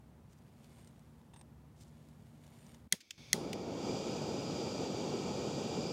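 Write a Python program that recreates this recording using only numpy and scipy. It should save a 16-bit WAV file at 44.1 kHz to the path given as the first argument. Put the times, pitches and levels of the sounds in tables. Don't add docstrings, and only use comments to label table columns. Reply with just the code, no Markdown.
import sys
import numpy as np
from scipy import signal
from scipy.fft import rfft, irfft, next_fast_len
from scipy.io import wavfile
from scipy.ndimage import map_coordinates

SR = 44100
rng = np.random.default_rng(int(sys.argv[2]) if len(sys.argv) > 2 else 0)


def bounce(signal):
    frames = np.transpose(np.atleast_2d(signal))
    limited = np.clip(frames, -1, 1)
    pcm = np.round(limited * 32767).astype(np.int16)
    wavfile.write(sys.argv[1], SR, pcm)


N = 261419

# (time [s], relative level [dB], relative level of the puff of burning gas [dB])
SNAPS = [(2.9243, -15, -39.5), (3.330, -15, -34.5)]
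LIT_S = 3.333


def torch():
    # (frequency [Hz], level [dB per Hz])
    roar_colour = [(45, -22), (65, -14.5), (100, -6.5), (150, 0), (230, 0), (300, -1.5), (380, -0.5),
                   (500, -2), (660, -9.5), (830, -9), (1120, -20.5), (1400, -25), (1650, -31), (2100, -35),
                   (4000, -63)]
    jet_colour = [(1000, -19), (1900, -18), (2150, -11), (2350, -2), (2850, 0), (3400, 2), (4100, -4),
                  (4600, 4), (5300, -5), (5800, 1.5), (6200, -1.5), (7400, -1.5), (8600, -16.5),
                  (10500, -25.5), (15500, -33)]
    flare_colour = [(1500, -8), (4500, 3), (7500, -6), (10000, -3), (12500, -15), (15500, -18)]
    # (frequency [Hz], width [Hz], level [dB])
    tube_modes = [(1280, 110, 0.5), (1473, 39, -8), (1880, 55, -11.5), (2354, 210, -2.5), (2780, 120, -7),
                  (3320, 230, -13), (3730, 190, -11), (5720, 220, -10), (6820, 270, -8.5), (9980, 400, -26),
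                  (11950, 600, -27)]
    # (time [s], level [dB])
    whistle_levels = [(3.6, -62), (3.68, -65), (3.9, -54.5), (4.13, -56.5), (4.63, -53.5), (5.23, -57),
                      (5.67, -57.5), (5.93, -48)]
    roar_db, jet_db, tube_db = -39, -52.5, -56.5
    whistle_hz, whistle_width_hz, flare_t60_s = 4824, 410, 0.42
    low_flame = 1 - ramp(3.674, 0.2)
    flutter = wobble(21.91)
    roar = amp(roar_db - 3 * low_flame + 0.52 * flutter + 0.52 * wobble(70)) * noise(roar_colour)
    jet = amp(jet_db - 10 * low_flame + 0.38 * wobble(3.03)) * noise(jet_colour)
    flare = amp(-53 - 60 * since(LIT_S) / flare_t60_s) * noise(flare_colour)
    tube = amp(tube_db - 6 * low_flame) * resonant_noise(tube_modes)
    whistle_db = np.interp(clock(), *np.transpose(whistle_levels))
    whistle = amp(whistle_db) * resonant_noise([(whistle_hz, whistle_width_hz, 0)])
    singing = glide(tube + whistle, 1 + 0.006 * wobble(3))
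    return ramp(LIT_S, 0.0095) * (roar + amp(0.26 * flutter) * (jet + flare + singing))


def igniter():
    # (frequency [Hz], level [dB], t60 [s])
    body_modes = [(1810, -7, 0.0226), (2030, 0.5, 0.02), (2300, -20, .018), (3280, -4, 0.021),
                  (3620, -9, 0.02), (4120, -0.5, 0.017), (4470, -1.5, 0.015), (5600, 2.5, 0.0099),
                  (6400, -5, 0.013), (6520, 2, 0.013), (7570, -7, 0.011), (7950, -7, .014),
                  (8500, -4.5, 0.0083), (9200, 0, 0.012), (10800, -1, 0.007), (10760, -6.5, 0.013)]
    # (frequency [Hz], level [dB per Hz])
    crack_colour = [(500, -32), (1200, -23.5), (2000, -9.5), (4000, 4.5), (7000, -7), (11000, 1),
                    (12000, -10), (15500, -12)]
    spring_colour = [(2000, 3.5), (5000, 6), (7500, 1), (10000, 1.5), (12000, -6), (15500, -5.5)]
    puff_colour = [(110, -12), (185, -4), (280, -17), (420, -5), (700, -19), (2000, -31), (8000, -57)]
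    t = np.arange(SR // 10) / SR
    ring, crack, puff, rattle = np.zeros((4, N))
    for start, db, puff_db in SNAPS:
        ages = np.maximum(t - rng.uniform(0, 0.000884, (len(body_modes), 1)), 0)
        modes = sum(amp(level + rng.normal(0, 0.8) - 60 * age / t60) * np.sin(2 * np.pi * hz * age)
                    for (hz, level, t60), age in zip(body_modes, ages))
        ring[round(start * SR):][:len(t)] += amp(db - 7) * modes
        blow = burst(start + 0.00018, t60=0.0022, rise=0.00036)
        rebound = burst(start + 0.001004, t60=0.006, rise=0.0001)
        crack += amp(db - 2) * (blow + rebound)
        rattle += amp(db - 30.5) * burst(start + 0.0034, t60=0.13, rise=0.0023)
        puff += amp(puff_db + 3) * burst(start + 0.0099, t60=0.044, rise=0.004)
    bass_cut = signal.butter(4, 1400, "highpass", fs=SR, output="sos")
    snap = signal.sosfilt(bass_cut, ring) + crack * noise(crack_colour)
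    spring = rattle * noise(spring_colour)
    thump = puff * noise(puff_colour)
    return snap + amp(-28) * reverb(snap) + spring + thump


def pop():
    # (frequency [Hz], level [dB])
    boom_tones = [(180, 2), (430, -6.5)]
    delay_s, spread_s = 0.0139, 0.0077
    puffs = np.zeros(N)
    for start, _, puff_db in SNAPS:
        age = clock() - start - delay_s
        boom = sum(amp(db) * np.sin(2 * np.pi * (hz * age + rng.random())) for hz, db in boom_tones)
        puffs += amp(puff_db - 3) * np.exp(-(age / spread_s) ** 2) * boom
    return puffs


def trigger():
    # (time [s], relative level [dB], t60 [s], rise [s])
    presses = [(3.004, -34.5, 0.037, 0.014), (3.107, -26, 0.016, 0.0021), (3.5298, -22.5, 0.016, 0.0026)]
    # (frequency [Hz], level [dB per Hz])
    plastic_colour = [(800, -27), (1600, -6), (2200, 1), (4500, 0.5), (5500, -2), (7100, -1.5), (8000, -8),
                      (10500, -15), (15500, -20)]
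    envelope = sum(amp(db - 1.5) * burst(start, t60, rise) for start, db, t60, rise in presses)
    clicks = envelope * noise(plastic_colour)
    return clicks + amp(-19.5) * reverb(clicks)


def gas():
    # (time [s], level of the unlit gas [dB])
    valve_steps = [(2.911, -69.5), (3.176, -59.5)]
    # (frequency [Hz], level [dB per Hz])
    gas_colour = [(300, 10), (800, -9), (1400, -9), (2050, -4), (2260, 9), (2900, -4.5), (3400, 7),
                  (4000, -3), (4350, 1.5), (6450, -1), (7000, -13), (12000, -20), (13000, -25),
                  (15500, -27)]
    step_s, fade_db_per_s = 0.004, 5
    flow = np.max([amp(db) * ramp(start, step_s) for start, db in valve_steps], axis=0)
    return flow * amp(-fade_db_per_s * since(LIT_S)) * noise(gas_colour)


def knife():
    # (frequency [Hz], level [dB per Hz])
    scrape_colour = [(300, -1), (600, 14), (1200, 3), (2200, 3.5), (4000, 1), (6000, -2.5), (8000, -1.5),
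                     (10000, -5.5), (15500, -17)]
    # (frequency [Hz], width [Hz], level [dB])
    blade_modes = [(2200, 160, 0), (2930, 160, -2.5), (3500, 160, -3), (4550, 200, -6), (6850, 270, -2.5),
                   (8720, 260, -2.5), (10240, 400, -6), (11600, 300, -8.5), (12950, 350, -6.5)]
    mat_modes = [(940, 240, 8.5), (1570, 210, -6), (1880, 260, -7), (2670, 390, -3), (3650, 300, 1.5)]
    # (time [s], length [s], level [dB])
    squeaks = [(.73, .17, -80), (1.338, 0.007, -66), (1.359, 0.048, -67.5), (1.412, 0.0051, -55.5),
               (2.583, 0.14, -78)]
    rubs = [(0.285, 0.06, -75), (.372, 0.025, -73), (1.754, 0.073, -73), (1.799, 0.049, -65.5),
            (1.869, 0.033, -70)]
    # (time [s], relative level [dB], knock on the mat against the tick [dB], t60 [s])
    catches = [(0.329, -58, -14, .04), (0.644, -45.5, -12, 0.011), (0.846, -45, -14, 0.008),
               (0.8727, -49, -25, .03), (0.994, -48, -14, 0.0074), (1.214, -67, 12, 0.022),
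               (1.335, -59, 9.5, 0.076), (1.361, -56.5, 9, .06), (1.391, -64, 6, .06),
               (1.412, -49, 6, 0.023), (2.0868, -46.5, -8, .008), (2.466, -47.5, -10, 0.011),
               (2.666, -43, -12, 0.0099), (2.745, -49, -1, 0.029)]
    edge_colour = [(2000, -5), (3700, -4), (6000, -1.5), (8700, -4), (11000, -15), (15500, -17)]
    t = clock()
    grains = unit(amp(2.8 * wobble(500) + 1.5 * wobble(45)))
    force = hand_pressure()
    blade = glide(resonant_noise(blade_modes), 1 + 0.012 * wobble(3))
    ringing = amp(-5.5) * (force / force.max()) ** 0.41 * blade
    scrape = force * grains * (noise(scrape_colour) + ringing)
    sticking = sum(amp(db) * np.clip(np.minimum(t - start, start + length - t) / 0.0015, 0, 1)
                   for start, length, db in squeaks)
    squeak = sticking * resonant_noise([(8620, 360, 0)])
    edge = noise(edge_colour)
    mat = resonant_noise(mat_modes)
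    ticks = sum(amp(db - 8.5) * burst(start, t60, rise=0.00045) * (edge + amp(knock_db) * mat)
                for start, db, knock_db, t60 in catches)
    rubbing = sum(amp(db) * np.sin(np.pi * ramp(start, length)) for start, length, db in rubs)
    return scrape + squeak + ticks + rubbing * grains * edge


def hand_pressure():
    # (start [s], end [s], final level [dB], change over the stroke [dB])
    strokes = [(.29, 0.623, -75, 8), (0.623, 0.806, -69, 1.5), (.82, 1.22, -81, -5.5),
               (1.817, 2.443, -75, 1), (2.428, 2.743, -68, 2)]
    attack_s, release_s = 0.0098, 0.064
    forces = []
    for start, end, db, change_db in strokes:
        press = amp(db + change_db * (ramp(start, end - start) - 1))
        forces.append(press * ramp(start, attack_s) * np.exp(-since(end) / release_s))
    return np.max(forces, axis=0)


def workshop():
    # (frequency [Hz], level [dB])
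    motor_tones = [(150.7, -62.5), (188.4, -72), (233, -66)]
    # (frequency [Hz], level [dB per Hz])
    air_colour = [(45, -13.5), (68, 5), (82, -2.5), (115, 0), (150, -6.5), (235, -6), (280, -11),
                  (450, -17.5), (900, -21.5), (1300, -28), (2500, -35), (5000, -41), (10000, -43),
                  (15500, -46.5)]
    air_db, hiss_db = -59.5, -85.5
    growth_db, settle_s = 5.5, 2.5
    dip_start_s, dip_end_s, fade_s, dip_db = 2.875, 3.181, 0.0048, 17
    hum = np.zeros(N)
    for hz, db in motor_tones:
        peak = np.sqrt(2) * amp(db + 1.3 * wobble(3.13))
        hum += peak * np.sin(2 * np.pi * hz * clock() + 0.4 * wobble(3.92))
    hum *= amp(growth_db * (ramp(0, settle_s) - 1))
    dip = ramp(dip_start_s, fade_s) - ramp(dip_end_s - fade_s, fade_s)
    hiss = amp(hiss_db) * noise([(1000, -0.27), (15500, -1)])
    air = amp(air_db - dip_db * dip) * noise(air_colour)
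    return air + (1 - dip) * hum + hiss


def reverb(x):
    # (frequency [Hz], t60 [s])
    room_decay = [(200, .25), (2000, 0.14), (6000, 0.19), (9500, .12), (14000, 0.16)]
    hz, t, spectra = signal.stft(rng.standard_normal(SR // 2), SR, nperseg=256)
    decay = amp(-60 * t / along(room_decay, hz)[:, None])
    tail = signal.istft(spectra * decay, SR, nperseg=256)[1]
    return signal.fftconvolve(np.pad(x, (SR // 200, 0)), tail / np.linalg.norm(tail))[:N]


def amp(db):
    return 10 ** (np.asarray(db) / 20)


def unit(x):
    return x / np.sqrt(np.mean(x ** 2) + 1e-20)


def clock():
    return np.arange(N) / SR


def since(start):
    return np.maximum(clock() - start, 0)


def ramp(start, length):
    return np.clip((clock() - start) / length, 0, 1)


def burst(start, t60, rise):
    t = np.arange(SR // 3) / SR
    envelope = np.zeros(N)
    envelope[round(start * SR):][:len(t)] = (1 - np.exp(-t / rise)) * amp(-60 * t / t60)
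    return envelope


def wobble(rate):
    return map_coordinates(rng.standard_normal(int(N * rate / SR) + 4), [clock() * rate])


def glide(x, pitch):
    return map_coordinates(x, [np.cumsum(pitch)], mode="mirror")


def along(points, hz):
    knots_hz, values = np.transpose(points)
    return np.interp(np.log(hz + 1), np.log(knots_hz + 1), values)


def filtered(x, response):
    size = next_fast_len(N + 8192)
    return irfft(rfft(x, size) * response(np.fft.rfftfreq(size, 1 / SR)), size)[:N]


def noise(colour):
    corner_hz = colour[0][0] / 2
    response = lambda hz: amp(along(colour, hz)) * hz ** 2 / (hz ** 2 + corner_hz ** 2)
    return unit(filtered(rng.standard_normal(N), response))


def resonant_noise(modes):
    def response(hz):
        return sum(amp(db) * (hz * width) ** 2 / ((centre ** 2 - hz ** 2) ** 2 + (hz * width) ** 2)
                   for centre, width, db in modes)
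    return unit(filtered(rng.standard_normal(N), response))


def scene():
    return (workshop() + knife() + igniter() + pop() + trigger() + gas() + torch())[None]


def record(dry):
    low_hz, top_hz = 58, 15850
    microphone = filtered(dry[0], lambda hz: (hz / low_hz) ** 3 / np.sqrt(1 + (hz / low_hz) ** 6))
    return filtered(microphone, lambda hz: 1 / np.sqrt(1 + (hz / top_hz) ** 200))[None]


dry = scene()
out = record(dry)
bounce(out)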